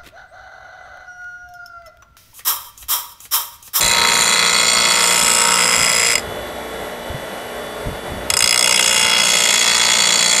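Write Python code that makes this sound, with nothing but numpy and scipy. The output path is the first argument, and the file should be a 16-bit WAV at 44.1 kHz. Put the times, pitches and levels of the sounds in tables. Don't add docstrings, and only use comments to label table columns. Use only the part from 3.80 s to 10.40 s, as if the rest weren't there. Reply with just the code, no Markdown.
import sys
import numpy as np
from scipy import signal
from scipy.fft import rfft, irfft
from scipy.io import wavfile
from scipy.ndimage import uniform_filter1d, map_coordinates

SR = 44100
rng = np.random.default_rng(int(sys.argv[2]) if len(sys.argv) > 2 else 0)


def digitize_waveform(pressure):
    field = np.atleast_2d(pressure).T
    bounded = np.clip(field, -1, 1)
    quanta = np.round(bounded * 32767).astype(np.int16)
    wavfile.write(sys.argv[1], SR, quanta)


N = 291060
TIME = np.arange(N) / SR

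# (time [s], speed [turns/s])
WHEEL_SPEED = [(0, 58.5), (.6, 58.4), (.8, 58.6), (2.35, 58.6), (2.5, 59.57), (4.5, 59.57), (4.75, 59.1),
               (5.3, 58.7), (5.75, 58.4), (6.6, 58.35)]
# (start [s], end [s],
# relative level [dB], first place [0-1], last place [0-1], time to press home [s],
# landing angle once home [turns], rocking [0-1], extra ring of the gripped modes [dB])
GRINDING_PASSES = [(0, 2.335, -14, 0.012, 0.93, 0, .48, .4, -4.5),
                   (4.616, 6.6, -14, 0.74, 0.31, .72, .55, .15, 2)]
# (time [s], relative level [dB], decay time [s])
BLADE_KNOCKS = [(2.354, 2, 0.0012), (2.379, -9, 0.0018), (2.393, -15, 0.0017), (4.502, 4, 0.00097),
                (4.5379, 3.5, 0.00069), (4.5678, -2.5, 0.0022), (4.5732, -1, 0.00067), (4.5909, -1, 0.0005),
                (4.6055, 3, 0.00078), (4.6236, 2.5, 0.00059), (4.874, -0.5, 0.0011), (4.923, -4, 0.0011),
                (4.994, -1, 0.0016)]
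# (pitch [Hz], width [Hz], then its relative level at
# each of four places from inner end to tip [dB])
BLADE_MODES = [(533, 60, -48, -46, -26.5, -12), (933.5, 25, -16.5, -18.5, -16.5, -16.5),
               (1042, 63, -15, -18, -19, -11), (1270.6, 53, -14, -13, -11.5, -10.5),
               (1463, 190, -12, -18.5, -13, -10), (2056, 100, -4, -5, -6, -4),
               (2238, 300, -11, -11, -10.5, -8.5), (2530, 53, -9, -11.5, -9.5, -13),
               (2816, 42, -18, -20.5, -8, -15), (3367, 36.6, -6, -4, -5.5, -13),
               (3945, 57, -5.5, -11, -19.5, -30), (4110, 125, -4.5, -7.5, -17, -53),
               (4466, 18, -13.5, -5.0, -19, -25), (4996, 79, -31, -10.5, -7, -4.5),
               (5224, 230, -30, -17.5, -6.5, -16), (5730, 93, -18, -10, -15, -17.5),
               (6224, 110, -12.5, -18, -16, -18), (6516, 70, -1, -11.5, -7, -10),
               (6830, 150, -7.5, -7, -14.5, -12.5), (7147, 146, -2, -1.5, -1.5, -16),
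               (7320, 150, -2, -45, -12, 0), (7716, 290, -28, -37, 1, -4),
               (8160, 57, -21, -11.5, -3.5, -26), (8460, 66, -7, -7.5, -14, -10.5),
               (9997, 94, -9, -17.5, -6, -8), (11020, 120, -33.0, -33, -9, -10),
               (11030, 590, -13.5, -17.5, -3.5, -30), (12500, 150, -25.0, -29, -30.0, -38.0),
               (13484.0, 150, -39, -35.0, -27, -24), (14650, 110, -15, -34, -28, -23)]
# (pitch [Hz], width [Hz], response to the grip [factor])
GRIP_BANDS = [(3365, 200, 0.51), (6600, 120, 3.7), (2800, 100, 0.46), (8310, 230, -0.55),
              (13484, 150, -1.6), (14650, 300, -0.5)]
# (time [s], low modes [dB], treble modes [dB])
RING_BALANCE = [
    [(0.05, -31, -16.5), (0.21, -21.5, -27), (0.43, -24, -17.5), (0.6, -24, -25.5), (0.93, -26, -20),
     (0.98, -23.5, -24), (1.57, -23, -14), (1.68, -18.5, -18), (2.3, -30, -20)],
    [(4.62, -22, -15.5), (4.64, -28, -15.5), (4.834, -24.5, -18.5), (5.194, -26, -19),
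     (5.324, -26.5, -29.5), (5.474, -27.5, -20.5), (5.818, -30.5, -20.5), (5.85, -27, -23.5),
     (6.55, -29, -19)],
]
# (pitch [Hz], width [Hz], relative level [dB])
CRACK_MODES = [(5074, 150, 20), (8100, 2200, 8), (11160, 250, -18)]
# (frequency [Hz], relative level [dB])
RASP_SPECTRUM = [(100, -100), (400, -6.5), (800, -7), (2000, 1.5), (4000, 2), (8000, -20), (11000, -17),
                 (15000, -12.5)]
# (frequency [Hz], relative level [dB])
STEEL_TREBLE = [(9000, 0.5), (11000, -1.5), (12500, 0), (15000, -4.5)]
# (pitch [Hz], width [Hz], level [dB])
HOUSING_MODES = [(1414, 110, -40), (1900, 200, -50), (2995, 320, -46.5), (3400, 180, -50.5),
                 (3780, 67, -51.5), (4440, 40, -71), (5540, 380, -58), (7680, 81, -55), (8360, 27, -57.5),
                 (10430, 140, -53.5), (11430, 59, -51.5)]
# (frequency [Hz], relative level [dB])
AIR_SPECTRUM = [(15, -46), (25, -16), (107, -15), (204, -4.5), (227, -12), (433, -5), (509, -3.5),
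                (582, 2.5), (1200, -12), (2010, -10.5), (2560, -19), (3530, -25), (5280, -30), (11500, -27),
                (15500, -50)]
# (pitch [times wheel speed], relative level in pass one [dB], in pass two [dB])
LOAD_TONES = [(0.98, -53, -50.5), (3, -37, -37.5), (3.625, -43, -38), (4.03, -39, -42.5),
              (8.05, -33.5, -36.5), (8.94, -35, -42), (15.02, -34.5, -31), (16, -29.5, -40),
              (19.12, -31, -63), (22, -29, -45), (25, -48, -53)]
# (pitch [times wheel speed], level [dB])
FREE_TONES = [(1, -50), (4, -44), (5, -51), (6, -44), (7, -42.5), (7.5, -42), (8, -47.5), (10, -42),
              (15, -45), (18.43, -47), (23, -48.5), (24, -53), (30, -52), (33, -51), (38.95, -54.5),
              (47, -56.5), (50, -48.5), (58, -47), (77, -60)]
# (frequency [Hz], relative level [dB])
WIND_SPECTRUM = [(15, -21), (40, 4), (75, 5), (140, 2), (280, -6), (600, -46), (2000, -80)]
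# (time of the peak [s], level [dB], half length [s])
WIND_GUSTS = [(.04, -38.5, 0.073), (0.297, -40.5, 0.15), (1.46, -38, .05), (2.123, -39.5, 0.13),
              (2.49, -37, .14), (4.1, -33, .05), (4.328, -40, 0.13), (4.62, -42.5, .16)]
# (time [s], level [dB], pitch [Hz])
HANDLING_BUMPS = [(3.301, -18, 80.4), (3.345, -17.5, 137), (4.07, -20.5, 70), (4.115, -22, 125)]

ATTACK_S, RELEASE_S = 0.0014, 0.014
STROKE_EASE = 0.82
PRESS_S, GRAZE_TURNS = .57, 1.02
GRAZE_DAMP_DB = 2
HIGH_SPOT_TURNS = .89
ROCK_CHANGES_PER_S, ROCK_SPREAD = 5, .55
TREMORS_PER_S, TREMOR_DB = 35, 0.38
TILT_INNER_DB, TILT_TIP_DB = -0.5, -0.75
LOW_TOP_HZ, TREBLE_FROM_HZ, MIDDLE_DB = 1700, 5900, -15
CALM_DB, CALM_FALL_DB_PER_S = -46.5, -1.4
EDDIES_PER_S, EDDY_DB = 24, 5


def amp(db):
    return 10 ** (np.asarray(db) / 20)


def unit(x):
    return x / np.sqrt(np.mean(x ** 2) + 1e-20)


def follow(rows, t=TIME):
    times, *columns = np.transpose(rows)
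    return [np.interp(t, times, column) for column in columns]


def local_rms(x, size):
    return np.sqrt(abs(uniform_filter1d(uniform_filter1d(x ** 2, size), size)) + 1e-12)


def colour(x, points):
    hz, db = np.transpose(points)
    gain = amp(np.interp(np.log(np.fft.rfftfreq(N, 1 / SR) + 1), np.log(hz), db))
    return irfft(rfft(x) * unit(gain), N)


def drift(rate):
    knots = rng.standard_normal(400)
    coarse = TIME[::200]
    return np.interp(TIME, coarse, map_coordinates(knots, [coarse * rate], mode="mirror"))


def resonate(x, hz, width):
    return signal.lfilter(*signal.iirpeak(min(hz, SR / 2 - 1), hz / width, SR), x)


def blows(times, sizes, decay):
    force = np.zeros(N)
    inside = (times > 0) & (times < TIME[-1])
    np.add.at(force, (times[inside] * SR).astype(int), sizes[inside])
    return signal.lfilter([1], [1, -np.exp(-1 / (decay * SR))], force)


def roughness(angle, renewal, fresh, size=750):
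    tracks = rng.standard_normal((96, size))
    track, worn = np.divmod(TIME * renewal, 1)
    track, spot = track.astype(int), (angle * size).astype(int) % size
    old, new = tracks[track % len(tracks), spot], tracks[(track + 1) % len(tracks), spot]
    repeating = old * np.cos(worn * np.pi / 2) + new * np.sin(worn * np.pi / 2)
    return unit(repeating + fresh * rng.standard_normal(N))


def hand_stroke(t=TIME):
    rows = np.array(GRINDING_PASSES)
    nearest = np.searchsorted((rows[:-1, 1] + rows[1:, 0]) / 2, t)
    start, end, db, first, last, home_s, seated, rocking, freed_db = rows[nearest].T
    gain = amp(db) * np.clip((t - start) / ATTACK_S, 0, 1) * np.clip(1 - (t - end) / RELEASE_S, 0, 1)
    done = np.clip((t - start) / (end - start), 0, 1)
    done += STROKE_EASE * (np.sin(np.pi / 2 * done) ** 2 - done)
    place = first + (last - first) * done
    grazing = np.clip((start + home_s - t) / PRESS_S, 0, 1) ** 2
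    landing = seated + (GRAZE_TURNS - seated) * grazing
    return gain, place, landing, rocking, freed_db - GRAZE_DAMP_DB * grazing ** 2


def contact_force(angle):
    turn = np.arange(-1, 400)
    when = lambda at: np.interp(turn + at, angle, TIME)
    _, _, landing, rocking, _ = hand_stroke(when(0.9))
    wander = np.interp(when(0.89), TIME, drift(ROCK_CHANGES_PER_S))
    rocking = np.clip(rocking * (1 + ROCK_SPREAD * wander), 0, 1)
    pressed = np.clip((1.06 - landing) / 0.41, 0, 1)
    chance = rng.standard_normal((len(turn), 5)).T
    swing = rocking * (-1.) ** turn
    landing = landing + .09 * swing + 0.015 * chance[0]
    crest = np.maximum(HIGH_SPOT_TURNS + .005 * chance[1], landing + 0.015)
    land = blows(when(landing), amp(-2.5 + 2.8 * swing + 1.25 * chance[2]), decay=0.00082)
    rebound_size = pressed * amp(-2.5 + 1.9 * swing + 0.87 * chance[3])
    rebound = blows(when(landing + 0.13), rebound_size, decay=0.00061)
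    strike = blows(when(crest), amp(-2.5 - swing + 0.92 * chance[4]), decay=0.0011)
    strike += blows(when(crest), pressed * amp(-20), decay=0.0013)
    drag = np.interp(TIME, when(1), pressed) ** 2 * amp(-24)
    return (land + rebound + strike + drag) * amp(TREMOR_DB * drift(TREMORS_PER_S))


def mode_shares(t):
    _, place, _, _, freed_db = hand_stroke(t)
    mode_hz = np.transpose(BLADE_MODES)[0]
    tilt_db = TILT_INNER_DB + (TILT_TIP_DB - TILT_INNER_DB) * place
    shares = amp([np.interp(place, np.linspace(0, 1, len(dbs)), dbs) + tilt_db * np.log2(hz / 4000)
                  for hz, _, *dbs in BLADE_MODES])
    gripped = sum(reply * np.exp(-((mode_hz - hz) / width) ** 2) for hz, width, reply in GRIP_BANDS)
    shares *= amp(np.outer(gripped, freed_db))
    low_db, treble_db = follow(np.vstack(RING_BALANCE), t)
    group = np.digitize(mode_hz, [LOW_TOP_HZ, TREBLE_FROM_HZ])
    for k, db in enumerate([low_db + 0.5, MIDDLE_DB, treble_db + 3]):
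        shares[group == k] *= amp(db) / np.linalg.norm(shares[group == k], axis=0)
    return shares / np.linalg.norm(shares, axis=0)


def grit_scratch(angle):
    gain, *_ = hand_stroke()
    grit = roughness(angle, renewal=3.2, fresh=0.4)
    scratch = contact_force(angle) * grit * abs(grit) ** 0.33
    scratch *= gain / local_rms(scratch, size=3400)
    for s, db, decay in BLADE_KNOCKS:
        scratch += rng.standard_normal(N) * blows(np.array([s]), amp([db]), decay)
    return scratch


def steel_blade(scratch):
    frames = TIME[::300]
    shares = mode_shares(frames)
    strength, ring = local_rms(scratch, size=6000), np.zeros(N)
    for k, (hz, width, *_) in enumerate(BLADE_MODES):
        mode = resonate(scratch, hz, width)
        mode *= strength / local_rms(mode, size=6000)
        ring += (-1) ** k * np.interp(TIME, frames, shares[k]) * mode
    _, _, landing, _, _ = hand_stroke()
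    tapped = np.clip((landing - .6) / 1.12, 0, 1)
    crack = sum(amp(db) * resonate(scratch, hz, width) for hz, width, db in CRACK_MODES)
    rasp = amp(-12.5) * colour(scratch, RASP_SPECTRUM)
    return amp(1.07 - 1.4 * tapped) * ring + (0.097 + 0.68 * tapped) * crack + rasp


def bench_echoes(x, fade_s, size=4000):
    t = np.arange(size) / SR
    echoes = rng.standard_normal(size) * (rng.random(size) < .06) * (t > .001) * amp(-60 * t / fade_s)
    return signal.oaconvolve(x, echoes / np.linalg.norm(echoes))[:N]


def shaft_hum(angle, tones, waver_db):
    return sum(np.sqrt(2) * amp(db + waver_db * drift(6.7))
               * np.sin(2 * np.pi * (multiple * angle + rng.random())) for multiple, db in tones)


def motor(angle):
    gain, _, landing, _, _ = hand_stroke()
    load = np.clip(local_rms(gain, size=4000) / amp(-14.5), 0, 1)
    bearings = roughness(angle, renewal=1, fresh=0.74)
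    rattle = sum(amp(db) * unit(resonate(bearings, hz, width)) for hz, width, db in HOUSING_MODES)
    air = colour(roughness(angle, renewal=4, fresh=2.2), AIR_SPECTRUM) * amp(-29.5 + 0.88 * drift(22))
    first = shaft_hum(angle, [(multiple, db) for multiple, db, _ in LOAD_TONES], waver_db=1.2)
    second = shaft_hum(angle, [(multiple, db) for multiple, _, db in LOAD_TONES], waver_db=1.2)
    pressed = np.clip((1.05 - landing) / 0.29, 0, 1)
    buzz = load * np.where(TIME < GRINDING_PASSES[1][0], first, second) * pressed
    low_db, _ = follow(np.vstack(RING_BALANCE))
    buzz *= amp(0.44 * low_db + 7)
    hum = (1 - 0.57 * load) * shaft_hum(angle, FREE_TONES, waver_db=2.75)
    return buzz + hum + rattle + air


def wind():
    breeze_power = amp(CALM_DB + CALM_FALL_DB_PER_S * TIME) ** 2
    gust_power = sum(amp(db) ** 2 * np.exp(-((TIME - s) / half) ** 2) for s, db, half in WIND_GUSTS)
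    rumble = colour(rng.standard_normal(N), WIND_SPECTRUM)
    return rumble * np.sqrt(breeze_power + gust_power) * amp(EDDY_DB * drift(EDDIES_PER_S))


def handling():
    age = lambda s: np.maximum(TIME - s, 0)
    return sum(amp(db) * np.sin(2 * np.pi * hz * age(s)) * np.exp(-age(s) / 0.013)
               for s, db, hz in HANDLING_BUMPS)


def scene():
    angle = np.cumsum(follow(WHEEL_SPEED)[0]) / SR
    steel = amp(-1.62) * colour(steel_blade(grit_scratch(angle)), STEEL_TREBLE)
    echoes = amp(-15.5) * bench_echoes(steel, fade_s=0.12)
    return (steel + echoes + motor(angle) + wind() + handling())[None]


def record(dry):
    ceiling, cutoff_hz = 0.78, 15500
    limited = dry / (1 + (abs(dry) / ceiling) ** 4) ** (1 / 4)
    lowpass = signal.firwin(255, cutoff_hz, window=("kaiser", 8), fs=SR)
    return signal.oaconvolve(limited, lowpass[None], "same")


dry = scene()
out = record(dry)
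digitize_waveform(out)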